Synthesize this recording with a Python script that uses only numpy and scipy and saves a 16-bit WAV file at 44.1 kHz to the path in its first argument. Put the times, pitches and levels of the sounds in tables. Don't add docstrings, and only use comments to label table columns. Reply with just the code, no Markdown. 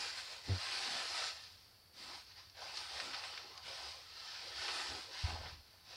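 import sys
import numpy as np
from scipy import signal
from scipy.fft import rfft, irfft, next_fast_len
from scipy.io import wavfile
from scipy.ndimage import uniform_filter1d

SR = 44100
rng = np.random.default_rng(int(sys.argv[2]) if len(sys.argv) > 2 else 0)


def output_pcm(signal):
    pcm = np.clip(np.atleast_2d(signal).T, -1, 1) * 32767
    wavfile.write(sys.argv[1], SR, np.round(pcm).astype(np.int16))


N = 262819
TIME = np.arange(N) / SR


def from_db(db):
    return 10 ** (np.asarray(db) / 20)


def unit(x):
    return x / np.sqrt(np.mean(x ** 2) + 1e-20)


def wander(samples):
    return unit(uniform_filter1d(rng.standard_normal(N), samples))


def swell(middle_s, length_s):
    return np.exp(-np.minimum(abs(2 * (TIME - middle_s) / length_s), 10) ** 2)


def coloured(x, colour):
    size = next_fast_len(len(x))
    hz, db = np.transpose(colour)
    octave = np.log2(np.fft.rfftfreq(size, 1 / SR) + 1)
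    octaves_outside = np.maximum(np.log2(hz[0]) - octave, 0) + np.maximum(octave - np.log2(hz[-1]), 0)
    gain = from_db(np.interp(octave, np.log2(hz), db) - 20 * octaves_outside)
    return unit(irfft(rfft(x, size) * gain, size)[:len(x)])


def resonate(x, hz, width_hz):
    b, a = signal.iirpeak(hz, hz / width_hz, fs=SR)
    return unit(signal.lfilter(b, a, signal.lfilter(b, a, x)))


def fractures(per_s, spread_db):
    size = from_db(spread_db * np.minimum(rng.exponential(1, N), 4))
    return size * rng.choice([-1, 1], N) * (rng.random(N) < per_s / SR)


def throb(hz, rough, tone_colour, puff_colour, jitter):
    rough = np.clip(rough, 0, 1)
    cycles = np.cumsum(hz * (1 + jitter * wander(300))) / SR
    pulses = sum(np.cos(2 * np.pi * (k * cycles + rng.random())) for k in range(1, 12))
    puffs = np.exp(-(cycles % 1)) * rng.standard_normal(N)
    return np.sqrt(1 - rough ** 2) * coloured(pulses, tone_colour) + rough * coloured(puffs, puff_colour)


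# frequency in Hz, relative level in dB.
AIR_COLOUR = [(20, 3), (130, 4.5), (260, 0), (700, 1), (1600, -2), (3600, -3), (4600, 1.5), (5400, 0.5),
              (6500, -12.5), (8000, -11), (11000, -7), (15500, -8.8)]
DRONE_COLOUR = [(20, -21), (42, -18), (62, -5), (88, 2), (105, -1), (135, -18), (250, -29)]

def background():
    air = from_db(-68) * coloured(rng.standard_normal(N), AIR_COLOUR)
    drone = from_db(-73) * coloured(rng.standard_normal(N), DRONE_COLOUR)
    thin_hiss = from_db(-72.5) * resonate(rng.standard_normal(N), hz=4540, width_hz=260)
    return air + drone + thin_hiss


# middle in seconds, level in dB, length in seconds.
STEPS = [(2.83, -64, .06), (2.967, -61, 0.067), (3.663, -60, 0.064), (3.87, -65, 0.19), (4.578, -63, 0.13),
         (4.916, -60.5, 0.15)]

def footfalls():
    weight = sum(from_db(db) * swell(middle, length) for middle, db, length in STEPS)
    return weight * resonate(rng.standard_normal(N), hz=73, width_hz=27)


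# middle in seconds, level in dB, length in seconds.
RUMBLE_SURGES = [(5.286, -46, .03), (5.333, -44.5, 0.059), (5.41, -51.5, 0.045), (5.464, -49.5, 0.046),
                 (5.53, -57, 0.051), (5.588, -62.5, .1)]
# frequency in Hz, relative level in dB.
DEEP_COLOUR = [(25, -8), (50, -6), (80, -1.5), (110, -10), (170, -22), (400, -26), (800, -50)]

def rumble(start_s, slowing_s=0.5):
    age = np.clip(TIME - start_s, 0, slowing_s)
    level = sum(from_db(db) * swell(middle, length) for middle, db, length in RUMBLE_SURGES)
    hz = 86 - 31 * age
    rough = 0.3 + 1.4 * age
    return level * throb(hz, rough, DEEP_COLOUR, DEEP_COLOUR, jitter=0.0475)


# pitch in Hz, relative level in dB, seconds to fade by 60 dB.
BOARD_NOTES = [(80, 6, 0.058), (58, -17, .07), (118, -15, .06)]

def bump(start_s, peak_db=-29, contact_s=0.017):
    age = np.maximum(TIME - start_s, 0)
    ring = sum(from_db(db - 60 * age / fade_s) * np.sin(2 * np.pi * hz * age)
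               for hz, db, fade_s in BOARD_NOTES)
    knock = ring * (1 - np.exp(-(age / contact_s) ** 2))
    return from_db(peak_db) * knock / abs(knock).max()


# time in seconds, level in dB, pitch in Hz, roughness from 0 to 1.
GRUNT_PATH = [(.468, -70, 105.2, 1), (.481, -53, 102.8, 1), (.489, -42, 103, 1), (.497, -34, 100.2, 0.2),
              (.526, -32, 96.5, 0.08), (.548, -40.5, 89.7, 0.18), (.57, -45, 92.4, 0.2), (.6, -64, 88, 0.2)]
# frequency in Hz, relative level in dB.
THROAT_COLOUR = [(60, -4), (95, 2), (130, -11), (195, -18), (300, -26), (400, -31), (500, -27), (600, -40),
                 (700, -21.5), (1000, -52)]
RASP_COLOUR = [(55, -6), (110, 7.5), (190, -3), (320, -2), (490, -5), (720, -18), (1200, -19)]

def grunt():
    times, *columns = np.transpose(GRUNT_PATH)
    level_db, hz, rough = [np.interp(TIME, times, column) for column in columns]
    sounding = (TIME > times[0]) & (TIME < times[-1])
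    return sounding * from_db(level_db) * throb(hz, rough, THROAT_COLOUR, RASP_COLOUR, jitter=0.024)


# middle in seconds, level in dB, length in seconds, rough pitch in Hz.
PRESSES = [(0.926, -58.5, 0.12, 247), (2.072, -66, .21, 284), (2.119, -56.5, 0.16, 895),
           (2.636, -53.5, 0.081, 675), (3.088, -61.5, .13, 280), (3.452, -63.5, 0.034, 384),
           (3.514, -62, 0.046, 450), (3.563, -59.5, 0.13, 945), (3.703, -56, 0.08, 570),
           (3.99, -67, 0.1, 560), (4.222, -66, 0.034, 640), (4.49, -62.5, 0.14, 524),
           (4.69, -62.5, 0.22, 423), (4.922, -57.5, 0.073, 318), (4.984, -55, 0.048, 350),
           (5.104, -61.5, 0.066, 445), (5.3, -50, 0.086, 820), (5.314, -58, 0.052, 407),
           (5.366, -52, 0.05, 744), (5.451, -54, 0.057, 716)]

def presses():
    clicks = fractures(per_s=2500, spread_db=0.2)
    return sum(from_db(db) * swell(middle, length) * resonate(clicks, hz, width_hz=0.73 * hz)
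               for middle, db, length, hz in PRESSES)


# start in seconds, level in dB, fade time in seconds, dullness from 0 to 1.
STRAW_SNAPS = [(1, -44, .007, 0.9), (2.498, -54, 0.0031, 0.04), (2.771, -40.5, 0.0077, 0.06),
               (2.999, -39, 0.0091, 0.6), (3.039, -51, 0.0076, 0.3), (3.133, -44.5, 0.0093, .8),
               (3.143, -44.5, 0.01, 0.56), (3.235, -44.5, 0.014, .7), (3.338, -48, .005, 0.8),
               (3.375, -41, 0.0058, 0.7), (3.47, -62, 0.0065, 0), (3.577, -39, 0.0025, 0),
               (4.185, -56, 0.0036, .1), (4.68, -39, 0.012, 0.8), (5.458, -48.5, 0.012, 1)]

def snaps(rise_share=0.11):
    splinters = fractures(per_s=20000, spread_db=-1.2)
    straw = coloured(splinters, CRACKLE_COLOUR) + from_db(-23) * coloured(splinters, FIZZ_COLOUR)
    tuft = coloured(rng.standard_normal(N), CRUNCH_COLOUR)
    out = np.zeros(N)
    for start, db, fade_s, dull in STRAW_SNAPS:
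        span = (TIME > start) & (TIME < start + 10 * fade_s)
        progress = (TIME[span] - start) / fade_s
        burst = (1 - np.exp(-progress / rise_share)) * np.exp(-progress)
        blend = np.sqrt(1 - dull) * straw[span] + np.sqrt(dull) * tuft[span]
        out[span] += from_db(db) * burst / burst.max() * blend
    return out


# start, rise, hold and time to fade by 60 dB, all in seconds,
# level in dB, depth of digging (0 is usual, more is deeper), extra fizz from sliding on top in dB.
HAY_PUSHES = [(-.01, 0.019, 0.031, 1.2, -45, -0.5, 2.5), (.137, .047, .014, 0.57, -49, -1.8, 5),
              (0.247, 0.065, .021, 0.75, -52, 1, 2.7), (0.41, 0.11, .13, 0.95, -49, -0.7, -.7),
              (0.51, 0.31, .2, 0.99, -44, 0, 1.6), (1.015, 0.08, 0.055, .5, -47, -2, 1.5),
              (1.117, 0.059, 0.097, 0.43, -43, -2, 1), (1.313, 0.058, 0.072, 1.2, -56.5, -2, 1),
              (1.923, .13, 0.12, 0.48, -52.5, -2.5, 1.5), (2.251, 0.061, .005, 0.29, -59, -1.4, -8),
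              (2.345, 0.035, 0.0085, 0.6, -56.5, -1.5, -6), (2.53, 0.13, 0.055, 0.24, -52, 1, -1.5),
              (2.71, 0.068, .015, 1.7, -48, -0.9, 2.3), (2.872, 0.12, 0.081, 0.53, -49.5, 1, 2.6),
              (3.083, 0.056, 0.13, 1, -50.5, 1, 0), (3.285, .07, .06, .7, -57.5, 4, -6),
              (3.436, 0.061, 0.18, 0.69, -59.5, -2.5, -1), (3.616, 0.082, 0.17, 1.26, -50.5, -0.1, 1),
              (4.02, 0.36, 0.2, .4, -50.5, -1.8, -2.5), (4.53, 0.12, 0.047, 0.83, -45.5, .5, 0.5),
              (4.679, 0.096, 0.039, 0.61, -45, 0.7, 3.5), (4.833, .032, .13, 0.84, -50, 0.2, 0.7),
              (5.077, .13, 0.11, .38, -48.5, -0.3, -1.5), (5.313, 0.11, 0.087, 0.46, -54.5, 1.8, -4.5),
              (5.598, .1, 0.096, .8, -67.5, 2, -4), (5.817, 0.15, .05, 0.43, -56, 1.1, -1.5)]
ORDINARY_PUSH_DB = -50

def pushing(growth=1, db_per_depth=0, sliding=False):
    coarse_time = TIME[::32]
    power = 0
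    for start, rise, hold, fade_s, db, depth, slide_db in HAY_PUSHES:
        age = coarse_time - start
        build = np.sin(np.pi / 2 * np.clip(age / rise, 0, 1))
        settling_db = 60 * np.maximum(age - rise - hold, 0) / fade_s
        effort = build * from_db(db - ORDINARY_PUSH_DB - settling_db)
        extra_db = db_per_depth * depth + (slide_db if sliding else 0)
        power += (effort ** growth * from_db(extra_db)) ** 2
    return np.interp(TIME, coarse_time, np.sqrt(power))


def shifting(x, depth_db):
    spectrum = signal.stft(x, nperseg=1024, noverlap=768)[2]
    patches = uniform_filter1d(rng.standard_normal(spectrum.shape), 5, axis=0)
    patches = unit(uniform_filter1d(patches, 22, axis=1))
    return signal.istft(spectrum * from_db(depth_db * patches), nperseg=1024, noverlap=768)[1][:N]


def rustle(colour, per_s, spread_db, clump_db, shift_db):
    clumps = from_db(clump_db * wander(700))
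    clicks = fractures(per_s, spread_db) * clumps
    return coloured(shifting(clicks, shift_db), colour)


# frequency in Hz, relative level in dB.
CRACKLE_COLOUR = [(2400, -12), (3400, -7.5), (4200, 0), (4700, 1), (5200, -1.5), (5700, -6), (6500, -18),
                  (8000, -54)]
CRUNCH_COLOUR = [(600, -17), (1000, -4), (1350, 0.5), (2000, 1), (3000, -0.5), (3700, -1), (5200, -29)]
FIZZ_COLOUR = [(4800, -12), (6200, -1.5), (7200, 0), (9300, -3), (10400, -9), (11800, -21), (15500, -36)]
ROOTING_COLOUR = [(150, -33), (300, -13), (480, -6.5), (700, -1), (930, 1), (1200, -11.5), (2000, -27)]

def hay():
    crackle = rustle(CRACKLE_COLOUR, per_s=9000, spread_db=2.5, clump_db=0.63, shift_db=1.18)
    crunch = rustle(CRUNCH_COLOUR, per_s=7000, spread_db=1.5, clump_db=0.57, shift_db=2.0)
    fizz = rustle(FIZZ_COLOUR, per_s=7000, spread_db=0.5, clump_db=0.4, shift_db=3.0)
    rooting = rustle(ROOTING_COLOUR, per_s=3500, spread_db=2.5, clump_db=1.57, shift_db=3.0)
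    crackle *= from_db(ORDINARY_PUSH_DB + 0.05) * pushing()
    crunch *= from_db(-52.5) * pushing(growth=1.22, db_per_depth=0.72)
    fizz *= from_db(-64) * pushing(growth=1.21, sliding=True)
    rooting *= from_db(-59.5) * pushing(growth=1.2, db_per_depth=2.2)
    return crackle + crunch + fizz + rooting


def shed(x, echo_db=-11, fade_s=0.051, echoes_per_s=2000):
    age = TIME[:SR // 4]
    bounces = rng.standard_normal(len(age)) * (rng.random(len(age)) < echoes_per_s / SR)
    tail = bounces * (age > 0.003) * from_db(-60 * age / fade_s)
    echoes = signal.fftconvolve(x, tail / np.linalg.norm(tail))[:N]
    echo_gain = from_db(echo_db)
    return (x + echo_gain * echoes) / np.hypot(1, echo_gain)


def scene():
    bump_s = 5.236
    bedding = shed(hay() + presses() + snaps())
    mono = bedding + footfalls() + grunt() + bump(bump_s) + rumble(bump_s) + background()
    return np.array([mono, mono])


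def record(dry):
    cutoff_hz = 15850
    low_pass = signal.firwin(511, cutoff_hz, window=("kaiser", 9), fs=SR)
    return signal.oaconvolve(dry, low_pass[None], "same")


dry = scene()
out = record(dry)
output_pcm(out)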